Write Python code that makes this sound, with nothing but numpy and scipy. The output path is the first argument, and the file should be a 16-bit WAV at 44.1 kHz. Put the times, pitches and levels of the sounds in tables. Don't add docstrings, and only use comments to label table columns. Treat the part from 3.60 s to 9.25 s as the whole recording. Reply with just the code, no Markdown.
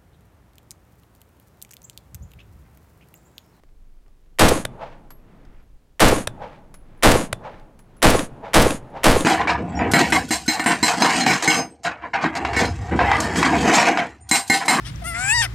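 import sys
import numpy as np
from scipy import signal
from scipy.fft import rfft, irfft
from scipy.io import wavfile
from scipy.ndimage import uniform_filter1d

SR = 44100
rng = np.random.default_rng(int(sys.argv[2]) if len(sys.argv) > 2 else 0)


def master_out(mix):
    frames = np.transpose(np.atleast_2d(mix))
    ceiling = np.clip(frames, -1, 1)
    pcm = np.round(ceiling * 32767).astype(np.int16)
    wavfile.write(sys.argv[1], SR, pcm)


N = 249120
TIME = np.arange(N) / SR
AGE = TIME[:2 * SR]


def from_db(db):
    return 10 ** (np.asarray(db) / 20)


def rms_one(x):
    return x / np.sqrt(np.mean(np.abs(x) ** 2, axis=-1, keepdims=True) + 1e-20)


def at_hz(points, hz):
    f, value = np.transpose(points)
    return np.interp(np.log(hz + 1e-9), np.log(f), value)


def humps(modes, hz):
    power = sum(from_db(2 * db) / (1 + (2 * (hz - f) / width) ** 2) ** 2 for f, width, db in modes)
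    return np.sqrt(power)


def noise(gain_at, size):
    spectrum = rfft(rng.standard_normal(size))
    return rms_one(irfft(spectrum * gain_at(np.fft.rfftfreq(size, 1 / SR)), size))


def coloured(spectrum, size):
    return noise(lambda hz: from_db(at_hz(spectrum, hz)), size)


def swell(s, db, rise_db_per_s, hold_s, fall_db_per_s):
    before = np.maximum(s - AGE, 0)
    after = np.maximum(AGE - s - hold_s, 0)
    return from_db(db - rise_db_per_s * before - fall_db_per_s * after)


def dying(t60):
    return from_db(-60 * AGE / t60)


def add(track, s, sound):
    start = round(s * SR)
    track[start:start + len(sound)] += sound[:N - start]


# start_s, level_db (of the blast alone)
SHOTS = [(0.7871, 0.3), (2.396, 0.53), (3.4253, 1), (4.4198, 0.3), (4.9340, 0.25), (5.4340, -0.5)]


def rifle():
    out = np.zeros(N)
    every_time = crack() + heave() + thump_and_banks()
    for (s, level_db), blast in zip(SHOTS, blasts(len(SHOTS))):
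        add(out, s, from_db(level_db) * blast)
        add(out, s, every_time + spring() + far_echoes())
    return out


# (per Hz, relative)
BLAST_COLOUR = [(40, -3), (70, -3.5), (124, -6), (290, -4), (550, -6.5), (850, -11.5), (1200, -16),
                (3200, -25.5), (6500, -34), (8300, -34), (10500, -36.5), (13500, -45), (16000, -60)]
# pitch_hz, width_hz, change_db
BAY = [(117, 42, 3.5), (236, 15, -4), (305.3, 7.2, 2), (375, 100, -5.5), (460, 40, 1), (563.6, 5.9, -7),
       (642, 100, 2), (810, 180, -3.5), (890, 41, 10.5), (960, 120, -1.5), (1185, 270, 1), (1660, 80, 2),
       (3200, 240, 0)]
# pitch_hz, share (0-1, of power)
SAMENESS = [(100, 0.86), (500, .93), (1300, 0.99), (3500, 0.3), (10000, 0)]


def blasts(shots, evenness=0.88, build_cycles=2.8, pivot_hz=900, ragged_db=2.5, ragged_hz=350, count=56):
    age = AGE[:SR // 3]
    envelope, tilt_db = blast_life(age)
    hz = np.fft.fftfreq(len(age), 1 / SR)
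    white = np.fft.fft(rng.standard_normal((shots + 1, len(age))))
    same = at_hz(SAMENESS, np.abs(hz))
    scatter = np.sqrt(same) * white[0] + np.sqrt(1 - same) * white[1:]
    clumps = np.array([noise(lambda f: f * np.exp(-2 * f / ragged_hz), len(age)) for _ in range(shots)])
    edges = np.geomspace(330, 16800, count) - 300
    out, power = 0, 0
    for low, high in zip(edges, edges[1:]):
        centre = (low + high) / 2
        band = np.fft.ifft(scatter * ((hz >= low) & (hz < high)))
        band = (band / np.abs(band) ** evenness).real
        band = rms_one(band * from_db(ragged_db * clumps * centre / (centre + pivot_hz)))
        bay_db = sum(db / (1 + (2 * (centre - f) / width) ** 2) for f, width, db in BAY)
        gain = from_db(at_hz(BLAST_COLOUR, centre) + bay_db) * np.sqrt(high - low)
        build = 1 - np.exp(-age * centre / build_cycles)
        tilt = from_db(tilt_db * np.log2(centre / pivot_hz))
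        out = out + band * gain * build * envelope * tilt
        power += gain ** 2
    return surges(age) * out / np.sqrt(power)


def blast_life(age, after_s=0.0056, attack_s=0.0015, level_db=-6.0):
    hold_s, sag_db_per_s, release_db_per_s = 0.099, 85, 154
    flash_db_per_octave, flash_s, steady_db_per_octave = 6.5, 0.0099, 0.92
    since = np.maximum(age - after_s, 0)
    attack = 1 - np.exp(-since / attack_s)
    sag_db = sag_db_per_s * np.minimum(since, hold_s)
    release_db = release_db_per_s * np.maximum(since - hold_s, 0)
    tilt_db = steady_db_per_octave + flash_db_per_octave * np.exp(-age / flash_s)
    return attack * from_db(level_db - sag_db - release_db) * roar_end(age), tilt_db


def roar_end(age, end_s=0.24, fade_s=0.012):
    return 1 / np.sqrt(1 + np.exp(np.minimum(2 * (age - end_s) / fade_s, 100)))


def surges(age, surge_db=1.5, surge_hz=90):
    return from_db(surge_db * noise(lambda hz: hz * np.exp(-2 * hz / surge_hz), len(age)))


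def crack(level_db=-19, centre_hz=1300, width_hz=1500, t60=0.02):
    snap = noise(lambda hz: hz / (hz + centre_hz) / np.hypot(1, 2 * (hz - centre_hz) / width_hz), len(AGE))
    return from_db(level_db) * snap * dying(t60)


def heave(level_db=-9.5, flip_s=.055, swing_hz=7.9, fade_s=0.063, build_s=0.039):
    since = AGE - flip_s
    rise = np.exp(-np.abs(since) / build_s) * np.minimum(AGE / flip_s, 1)
    rocking = -np.exp(-np.abs(since) / fade_s) * np.cos(2 * np.pi * swing_hz * since)
    swing = np.where(since < 0, rise, rocking)
    return from_db(level_db) * uniform_filter1d(swing, size=200)


# start_s (middle of the crunch), level_db (before the trim)
BOLTS = [(0.89, -16), (2.486, -19), (3.518, -17.5), (4.504, -19), (5.023, -18.5), (5.519, -26)]


def bolt(length_s=0.0069, centre_hz=7000, width_hz=10000, trim_db=-3):
    out = np.zeros(N)
    for s, level_db in BOLTS:
        out += from_db(level_db + trim_db) * np.exp(-((TIME - s) / length_s) ** 2)
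    return out * noise(lambda hz: humps([(centre_hz, width_hz, 0)], hz), N)


# pitch_hz, width_hz, level_db (relative)
SPRING = [(6760, 1100, 5.5), (8630, 1500, 3.5), (10100, 1300, 3.5), (10870, 560, 4)]


def spring(ring_db=-69.5, ring_t60=2.6):
    song = swell(s=.138, db=-33, rise_db_per_s=700, hold_s=0.016, fall_db_per_s=135) * roar_end(AGE)
    ring = from_db(ring_db) * dying(ring_t60)
    return (song + ring) * noise(lambda hz: humps(SPRING, hz), len(AGE))


# start_s, level_db
RESETS = [(1.0509, -18.5), (2.6727, -17), (3.728, -16.5), (4.5925, -21), (5.106, -21.5), (5.607, -21)]
# pitch_hz, width_hz, level_db (relative)
ACTION = [(630, 140, -12), (1110, 140, -1), (1610, 530, -2), (2490, 780, -9), (3580, 670, -6),
          (5500, 2200, -18), (7500, 822, -15), (9260, 3500, -14.5), (13000, 2500, -35.5)]
# pitch_hz, level_db (relative to the reset), t60_s
STOCK_AND_STEEL = [(125, -1, 0.031), (594, 3, 0.015), (3500, -37, .26), (4619, -53, .14), (9350, -52, 0.28)]


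def trigger(knock_s=0.00404, rattle_db=-22, rattle_t60=0.093):
    out = np.zeros(N)
    ring = sum(from_db(db) * np.sin(2 * np.pi * hz * AGE) * dying(t60) for hz, db, t60 in STOCK_AND_STEEL)
    shape = np.exp(-(AGE / knock_s) ** 4) + from_db(rattle_db) * dying(rattle_t60)
    for s, level_db in RESETS:
        knock = shape * noise(lambda hz: humps(ACTION, hz), len(AGE))
        add(out, s, from_db(level_db) * knock)
        add(out, s + knock_s / 2, from_db(level_db) * ring)
    return out


# start_s (after the shot), pitch_hz, half_length_s, level_db
THUMP_AND_BANKS = [(.126, 53.55, 0.01, -19), (.128, 720, 0.00084, -8.5), (0.1339, 440, 0.0024, -5),
                   (0.151, 1078, 0.017, -27.5), (0.178, 285, 0.0055, -17.5), (.191, 540, .006, -23),
                   (0.214, 227, 0.0047, -22), (.31, 123.7, 0.023, -36.5)]


def thump_and_banks():
    out = 0
    for s, hz, length, db in THUMP_AND_BANKS:
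        wave = np.sin(2 * np.pi * hz * (AGE - s) + rng.uniform(0, 2 * np.pi))
        out = out + from_db(db) * np.exp(-((AGE - s) / length) ** 2) * wave
    return out


# pitch_hz, density_db (per Hz, relative)
BACKSTOP = [(.425, -33, 478, 0.027, 397), (0.42, -46, 65.5, 0.074, 76.5)]
BACKSTOP_COLOUR = [(150, -18), (330, -30.5), (450, -2.5), (660, 2.5), (740, -5), (840, 3), (1050, -9.5),
                   (1600, -19.5), (3000, -51), (12000, -81.5)]
SCRUB = [(.43, -42, 700, .015, 253), (.47, -51.5, 402, 0.077, 201.5), (.92, -65, 91, .3, 201)]
SCRUB_COLOUR = [(500, -1), (1400, 2), (2400, -3), (4000, -13.5), (6500, -25), (12000, -45)]
HILLS = [(.24, -40.5, 53, 0.022, 29), (.95, -51, 46, 0.12, 58)]
HILLS_COLOUR = [(40, -8.5), (90, -4), (140, -1.5), (250, -6), (450, -12.5), (900, -18), (1600, -26.5),
                (3000, -36), (6000, -51.5), (12000, -73)]


def far_echoes(grain_db=2.0, grain_hz=150):
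    grain = from_db(grain_db * noise(lambda hz: np.exp(-hz / grain_hz), len(AGE)))
    return echo(BACKSTOP, BACKSTOP_COLOUR) + grain * echo(SCRUB, SCRUB_COLOUR) + echo(HILLS, HILLS_COLOUR)


def echo(returns, colour):
    return np.sqrt(sum(swell(*row) ** 2 for row in returns)) * coloured(colour, len(AGE))


# start_s, pitch_hz, ring_db (before the partials' gains), tick_db
CASES = [(1.505, 11460, -40, -42.5), (2.025, 11330, -66, -78), (3.141, 10460, -43.5, -42),
         (3.375, 10610, -60.5, -69), (4.191, 10590, -52, -49), (4.367, 10780, -51, -60),
         (5.301, 10600, -65, -61)]
# (per Hz, relative)
TICK_COLOUR = [(300, -11), (1200, 1), (3000, -15), (9000, -14.5), (12000, -17.5), (16000, -31)]


def brass(ring_t60=0.2, tick_t60=0.07, split_hz=60, overtone=1.42, overtone_db=-20):
    out = np.zeros(N)
    for s, hz, ring_db, tick_db in CASES:
        partials = [(hz - split_hz / 2, 1 / 4), (hz + split_hz / 2, 1 / 2),
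                    (hz * overtone, from_db(overtone_db))]
        ring = sum(gain * np.sin(2 * np.pi * f * AGE) for f, gain in partials) * dying(ring_t60)
        tick = coloured(TICK_COLOUR, len(AGE)) * dying(tick_t60)
        add(out, s, from_db(ring_db) * ring + from_db(tick_db) * tick)
    return out


# start_s, level_db, bright_hz
GRIT = [(.036, -52.5, 1600), (0.09, -60, 1800), (0.463, -53, 1000), (0.481, -53.5, 1490), (.66, -61, 2000),
        (1.851, -52, 3500), (3.997, -50, 4000)]


def grit(t60=0.025):
    out = np.zeros(N)
    for s, level_db, bright_hz in GRIT:
        tick = noise(lambda hz: 1 / (1 + (hz / bright_hz) ** 2), len(AGE))
        add(out, s, from_db(level_db) * tick * dying(t60))
    return out


# (per Hz, relative)
AIR = [(12, -23.5), (20, 2), (31, -11.5), (44, -15), (81, -28.5), (127, -27), (170, -35), (310, -34),
       (513, -40.5), (1500, -50), (4000, -56.5), (9000, -60), (16000, -63.5)]


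def air(floor_db=-48, gust_db=-58, gust_hz=22, lumpy_db=4, lump_hz=4):
    lumps = from_db(lumpy_db * noise(lambda hz: np.exp(-hz / lump_hz), N))
    wind = noise(lambda hz: hz / (gust_hz + hz) / (1 + (hz / gust_hz) ** 2), N)
    return from_db(floor_db) * coloured(AIR, N) + from_db(gust_db) * lumps * wind


def scene(side_db=-21, side_hz=5000, leak_db=-46):
    mid = rifle() + bolt() + trigger() + brass() + grit() + air()
    treble = signal.sosfilt(signal.butter(2, side_hz, "high", fs=SR, output="sos"), mid)
    stray = from_db(side_db) * treble + from_db(leak_db) * mid
    side = stray * noise(lambda hz: np.exp(-hz / 200), N)
    return np.array([mid + side, mid - side])


def record(dry, ceiling=1.02, cutoff_hz=15900):
    rounded = dry / (1 + (dry / ceiling) ** 6) ** (1 / 6)
    return signal.sosfilt(signal.ellip(10, .1, 70, cutoff_hz, fs=SR, output="sos"), rounded)


dry = scene()
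out = record(dry)
master_out(out)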